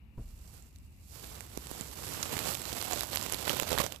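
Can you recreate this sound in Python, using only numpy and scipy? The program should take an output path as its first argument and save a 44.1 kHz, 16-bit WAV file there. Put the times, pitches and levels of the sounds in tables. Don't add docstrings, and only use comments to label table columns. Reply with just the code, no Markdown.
import sys
import numpy as np
from scipy import signal
from scipy.fft import rfft, irfft
from scipy.io import wavfile

SR = 44100
rng = np.random.default_rng(int(sys.argv[2]) if len(sys.argv) > 2 else 0)


def unload_wav(signal):
    wavfile.write(
        sys.argv[1],
        SR,
        np.round(np.clip(np.atleast_2d(signal).T, -1, 1) * 32767).astype(np.int16),
    )


N = 176400
T = np.arange(N) / SR
CLUMP_S, SLIP_S = 0.0035, 0.028
IMPACT_LEFT_DB = -43
# (frequency [Hz], density [dB])
FAR_SPECTRUM = [(40, 0), (150, 17.5), (260, 8), (360, 18), (470, 3), (1000, 3.5), (1700, 2), (2800, 1.5),
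                (4000, 5.5), (6000, -1.5), (10000, -1), (14500, -8.5)]


def amp(db):
    return 10 ** (np.asarray(db) / 20)


def unit(x):
    return x / np.sqrt(np.mean(x ** 2) + 1e-20)


def curve(rows):
    time_s, *columns = np.transpose(rows)
    return [np.interp(T, time_s, column) for column in columns]


def add(mix, time_s, sound):
    part = mix[max(round(time_s * SR), 0):][:len(sound)]
    part += sound[:len(part)]


def colour(x, spectrum):
    hz, db = np.transpose(spectrum)
    bin_hz = abs(np.fft.fftfreq(4096, 1 / SR))
    log_gain = np.log(amp(np.interp(np.log(bin_hz + 1), np.log(hz + 1), db)))
    response = np.exp(np.conj(signal.hilbert(log_gain)))
    taps = np.fft.ifft(response).real[:2048]
    return signal.oaconvolve(x, taps / np.linalg.norm(taps))[:len(x)]


def noise(spectrum):
    return unit(colour(rng.standard_normal(N), spectrum))


def wander(span_s):
    lowpass = np.exp(-(2 * np.fft.rfftfreq(N, 1 / SR) * span_s) ** 2)
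    return unit(irfft(rfft(rng.standard_normal(N)) * lowpass, N))


def burst(sound, db):
    return amp(db) * np.sqrt(SR / 1000) * sound / np.linalg.norm(sound)


def room():
    # (frequency [Hz], density [dB])
    rumble_spectrum = [(18, -39), (30, -22), (60, 3.5), (85, -4), (125, -12.5), (250, -19), (450, -38),
                       (8000, -69)]
    air_left = [(100, 1), (500, -14), (1400, -11), (2000, -3), (2400, 1.5), (2850, 3.5), (3100, -14),
                (3900, -10), (9000, -39), (13000, -17)]
    air_right = [(100, 3), (450, 0.5), (900, 3.5), (1300, -2), (2000, -23), (4000, -32), (9000, -36),
                 (13000, -15)]
    correlation = 0.82
    left = noise(rumble_spectrum)
    right = correlation * left + np.sqrt(1 - correlation ** 2) * noise(rumble_spectrum)
    air = np.array([amp(-69) * noise(air_left), amp(-72) * noise(air_right)])
    return amp(-53) * np.array([left, right]) + air


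def bump():
    # (frequency [Hz], level [dB], decay [s])
    modes = [(34.9, -40.5, 0.16), (59.6, -43.5, 0.17), (120, -38.5, 0.026), (214, -45.5, 0.027)]
    # (frequency [Hz], density [dB])
    knock_spectrum = [(100, 6.5), (300, -4), (620, -8.5), (850, -17), (1100, -15), (1600, -31), (4000, -43)]
    start_s, rise_s, decay_s = 0.178, 0.0023, 0.025
    t = np.maximum(T - start_s, 0)
    shudder = sum(amp(db) * np.sin(2 * np.pi * hz * t) * np.exp(-t / ring_s) for hz, db, ring_s in modes)
    envelope = amp(-42) * np.minimum(t / rise_s, 1) * np.exp(-t / decay_s)
    return shudder + envelope * noise(knock_spectrum)


def grains(per_s, spread_db, swell_db, decay_s, kinds=24):
    t = np.arange(400) / SR
    spectra = rfft(rng.standard_normal((kinds, len(t))) * np.exp(-t / decay_s))
    shapes = irfft(spectra / np.sqrt(np.mean(abs(spectra) ** 2, 0)))
    size = amp(spread_db * np.minimum(rng.exponential(1, N), 4.5))
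    sign = rng.choice([-1., 1.], N)
    hits = size * sign * (rng.random(N) < per_s / SR) * amp(swell_db)
    kind = rng.integers(0, kinds, N)
    onsets = np.flatnonzero(hits)
    out = np.zeros(N + len(t))
    for k in range(len(t)):
        out[onsets + k] += hits[onsets] * shapes[kind[onsets], k]
    return unit(out[:N])


def rubbing():
    # (time [s], grit [dB], scuffing [dB])
    near_levels = [(0.1, -86, -96), (0.23, -59.5, -67), (0.4, -58, -67.5), (0.55, -51.5, -60),
                   (0.67, -57.5, -63.5), (0.71, -63.5, -91), (0.96, -65, -96), (1.09, -51, -66),
                   (1.16, -45, -53.5), (1.25, -46.5, -51.5), (1.33, -46, -50.5), (1.52, -48.5, -53),
                   (1.68, -44, -48.5), (1.94, -41.5, -46.5), (2.1, -37.5, -43), (2.28, -36.5, -38),
                   (2.38, -35, -37.5), (2.52, -33.5, -38.5), (2.61, -39, -43), (2.76, -37.5, -42.5),
                   (2.86, -35.5, -40), (2.99, -34.5, -39.5), (3.08, -38, -43), (3.19, -34.5, -39.5),
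                   (3.28, -38.5, -42.5), (3.4, -35.5, -40.5), (3.44, -39, -42.5), (3.56, -32, -36),
                   (3.67, -39, -42), (3.76, -35, -34), (3.85, -36.5, -39), (3.89, -48, -52.5),
                   (3.96, -53, -52), (4, -58, -65)]
    # (time [s], level [dB])
    far_levels = [(0, -84), (1.1, -78), (1.17, -65), (1.25, -58), (1.5, -60.5), (1.75, -55), (1.95, -53.5),
                   (2.1, -49.5), (2.4, -45.5), (2.65, -53), (3, -51), (3.12, -54), (3.52, -49.5),
                  (3.85, -52.5), (3.92, -66), (4, -78)]
    # (centre [s], half length [s], grit [dB], scuffing [dB])
    scrapes = [(2.51, 0.025, -33, -41.5), (3.33, 0.012, -42, -45), (3.508, 0.0096, -29.5, -31.5),
               (3.542, 0.0067, -33, -34.5), (3.724, 0.0081, -35.5, -40), (3.804, 0.0086, -31, -37.5)]
    # (time [s], pressure [0-1])
    load = [(1.11, 0.12), (1.2, 0.5), (1.9, 0.27), (2.5, 0.63), (3.5, 1), (3.85, 0.95), (3.9, 1)]
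    # (frequency [Hz], density [dB])
    pressed_grit = [(300, -23.5), (900, -3), (1900, -7), (3000, 1), (4200, 1.5), (6300, -1), (7800, 1.5),
                    (9000, -5.5), (10200, -3), (11800, 0.5), (14500, -3)]
    light_grit = [(300, 2.5), (900, -6), (1900, -18), (3200, -7.5), (4700, -0.5), (6300, -1), (7700, 3.5),
                  (9000, -3.5), (11800, 1), (14500, -4)]
    scuff_spectrum = [(25, -18.5), (90, 2.5), (180, 0.5), (330, 1.5), (600, -0.5), (1100, -2.5),
                      (1700, -6.5), (3000, -8.5), (8000, -37)]
    shuffle_spectrum = [(22, -32), (55, -9.5), (90, 3), (150, -3), (260, -10), (600, -33)]

    grit_power, scuff_power = amp(curve(near_levels)) ** 2
    for centre_s, half_s, grit_db, scuff_db in scrapes:
        stroke = np.exp(-((T - centre_s) / half_s) ** 2)
        grit_power += stroke * amp(grit_db) ** 2
        scuff_power += stroke * amp(scuff_db) ** 2
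    pressure = curve(load)[0]
    uneven = 0.53 + 0.55 * pressure
    slips = uneven * (wander(CLUMP_S) + 0.98 * wander(SLIP_S))

    fine = grains(per_s=4200, spread_db=2.5 * uneven, swell_db=1.5 * slips, decay_s=0.0002)
    coarse = grains(per_s=1800, spread_db=2.5 * uneven, swell_db=2.0 * slips, decay_s=0.0017)
    grit = pressure * colour(fine, pressed_grit) + (1 - pressure) * colour(fine, light_grit)
    scuff = colour(coarse, scuff_spectrum)
    near = np.sqrt(grit_power) * grit + np.sqrt(scuff_power) * (scuff + tub_ring(scuff))
    far_grains = grains(per_s=3500, spread_db=2.0, swell_db=2.3 * slips, decay_s=0.00065)
    far = amp(curve(far_levels)[0]) * colour(far_grains, FAR_SPECTRUM)
    shuffle = amp(-54) * unit(scuff_power ** 0.19) * noise(shuffle_spectrum)
    return np.array([far, near]) + shuffle * amp([[-2.5], [0]])


def tub_ring(scuff):
    # (time [s], pitch [Hz], level re scuffing [dB])
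    resonance = [(2.3, 470, -22), (2.8, 720, -17), (2.92, 680, -7.5), (3.3, 500, -21), (3.85, 610, -3),
                 (3.93, 590, -8)]
    width_hz, waver = 74, 0.042
    hz, db = curve(resonance)
    hz = hz * (1 + waver * wander(SLIP_S))
    carrier = np.exp(2j * np.pi * np.cumsum(hz) / SR)
    pole = np.exp(-np.pi * width_hz / SR)
    baseband = signal.lfilter([1 - pole], [1, -pole], scuff / carrier)
    return amp(db) * unit((carrier * baseband).real)


def rough_tone(t, hz, width_hz):
    stumble = np.cumsum(rng.standard_normal(len(t))) * np.sqrt(2 * np.pi * width_hz / SR)
    return np.sin(2 * np.pi * hz * t + stumble)


def ticks():
    # (time [s], crack [dB], crack length [s], ring [dB], ring pitch [Hz], push [dB])
    snaps = [(0.624, -56, 0.0018, -46, 7800, -78), (0.76, -48.5, 0.0013, -50, 6100, -65),
             (.7855, -59, .0015, -51, 8000, -72), (1.243, -34.5, 0.0022, -50, 2180, -60),
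             (1.407, -31.5, 0.00078, -35, 7500, -39), (1.574, -27.5, 0.0022, -33, 11400, -41),
             (1.67, -35, 0.00065, -35.5, 7560, -40), (1.7135, -33.5, 0.0016, -34, 10800, -31.5),
             (1.8103, -31.5, 0.00091, -25.5, 7300, -39), (2.081, -34, 0.00092, -41, 4020, -52),
             (2.2286, -23.5, 0.0035, -21, 7260, -35), (2.232, -30, 0.0009, -26.5, 5000, -45),
             (2.3675, -26, 0.004, -26.5, 1980, -46), (2.379, -27, 0.0011, -40, 1900, -34),
             (2.39, -22, 0.0037, -29, 4400, -33), (2.484, -31, 0.0015, -29.5, 4260, -32),
             (2.546, -26, 0.00062, -30, 8040, -52), (2.551, -25, 0.00098, -26, 3420, -43),
             (2.618, -33, 0.001, -28, 7700, -44), (2.654, -29, 0.0022, -29.5, 4640, -55),
             (2.7287, -26.5, 0.0034, -33, 4800, -27.5), (2.814, -25, 0.0011, -27, 4900, -42),
             (2.826, -24, 0.00061, -40, 3370, -30.5), (2.851, -36, 0.0007, -32, 12000, -48),
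             (2.911, -22, 0.00073, -36, 12700, -26), (2.9233, -24.5, 0.00081, -28, 3680, -28),
             (2.933, -29, 0.0012, -21, 7230, -43), (2.9592, -32, 0.00054, -32.5, 4060, -35),
             (3.008, -18.5, 0.00079, -24, 3940, -41), (3.034, -21.5, 0.00064, -32, 4200, -29),
             (3.132, -29, .0008, -31, 4560, -34), (3.15, -25.5, 0.0016, -28, 11900, -38),
             (3.1586, -19, 0.00041, -18.5, 11500, -30), (3.1725, -21.5, 0.00057, -28, 4240, -32),
             (3.213, -29, .0008, -32, 5040, -49), (3.227, -29, 0.00088, -27, 7500, -35),
             (3.263, -27, 0.0017, -26, 2260, -41), (3.298, -26.5, 0.0014, -36, 3560, -38),
             (3.3235, -19.5, 0.00023, -20, 10900, -30), (3.3356, -23, 0.0019, -29, 1970, -30.5),
             (3.3437, -23, 0.0028, -25, 3730, -33), (3.457, -28.5, 0.0012, -34, 3330, -51),
             (3.4785, -21, 0.0055, -23, 1640, -25), (3.495, -21, 0.0023, -17, 2860, -40),
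             (3.5987, -16.5, 0.00076, -21, 13400, -26), (3.624, -23.5, 0.001, -31, 3500, -35),
             (3.632, -25, .0012, -26.5, 4500, -27), (3.6916, -27.5, 0.0016, -28, 12900, -47),
             (3.7072, -25, 0.0012, -27, 5200, -50), (3.7176, -25, 0.0017, -28, 3630, -19.5),
             (3.7294, -20, 0.0013, -22, 3250, -22), (3.7778, -29, 0.0012, -18.5, 1800, -23),
             (3.7853, -17, 0.002, -24.5, 3700, -24), (3.7922, -27, 0.0011, -20, 1700, -38),
             (3.7998, -24, 0.0037, -26, 2470, -26), (3.8155, -23.5, 0.0015, -26, 3220, -41),
             (3.84, -25.5, 0.0017, -27, 5970, -39), (3.864, -23, 0.0011, -27, 5750, -26.5),
             (3.9229, -26, 0.00068, -31, 3200, -38), (3.961, -37, 0.0015, -39.5, 3200, -45)]
    ring_decay_s, push_hz, push_rise_s = 0.0011, 797, 0.00039
    cracks, rings, pushes = np.zeros((3, N))
    t = np.arange(1500) / SR
    for time_s, crack_db, length_s, ring_db, ring_hz, push_db in snaps:
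        crack = rng.standard_normal(len(t)) * t * np.exp(-t / (0.33 * length_s))
        ring = rough_tone(t, ring_hz, width_hz=400) * np.exp(-t / ring_decay_s)
        push = rough_tone(t, push_hz, width_hz=push_hz / 10) * t * np.exp(-t / push_rise_s)
        add(cracks, time_s, burst(crack, crack_db))
        add(rings, time_s, burst(ring, ring_db))
        add(pushes, time_s, burst(push, push_db))
    # (frequency [Hz], density [dB])
    crack_spectrum = [(200, -22), (1200, 0.5), (3300, 3.5), (5500, 1.5), (7600, 3), (9200, -1.5),
                      (12000, 3), (14500, -2)]
    near = colour(cracks, crack_spectrum) + rings + pushes
    far = amp(IMPACT_LEFT_DB) * (colour(cracks, FAR_SPECTRUM) + pushes)
    return np.array([far, near])


def paw_thumps():
    # (time [s], level [dB], pitch [Hz])
    presses = [(1.575, -22.5, 348), (1.715, -30.5, 250), (1.8096, -27, 200), (2.368, -28, 280),
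               (3.3453, -28, 200), (3.6237, -23, 446), (3.717, -25, 445), (3.8007, -19, 280)]
    decay_cycles = 0.5
    out, t = np.zeros(N), np.arange(2000) / SR
    for time_s, db, hz in presses:
        swing = np.sin(2 * np.pi * hz * t) * np.exp(-t * hz / decay_cycles)
        add(out, time_s, burst(swing, db))
    return out


def hollow_knocks():
    # (time [s], level [dB], pitch [Hz])
    hard_slips = [(2.9341, -21, 676), (3.539, -21.5, 418), (3.7289, -23, 550), (3.802, -17, 1135)]
    decay_s = 0.0029
    out, t = np.zeros(N), np.arange(2000) / SR
    for time_s, db, hz in hard_slips:
        add(out, time_s, amp(db) * np.sin(2 * np.pi * hz * t) * np.exp(-t / decay_s))
    return out


def scene():
    pan = amp([[IMPACT_LEFT_DB], [0]])
    return room() + bump() + rubbing() + ticks() + pan * (paw_thumps() + hollow_knocks())


def record(dry):
    cutoff_hz = 14850
    lowpass = signal.firwin(401, cutoff_hz, window=("kaiser", 8), fs=SR)
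    return signal.oaconvolve(dry, lowpass[None], "same", axes=1)


dry = scene()
out = record(dry)
unload_wav(out)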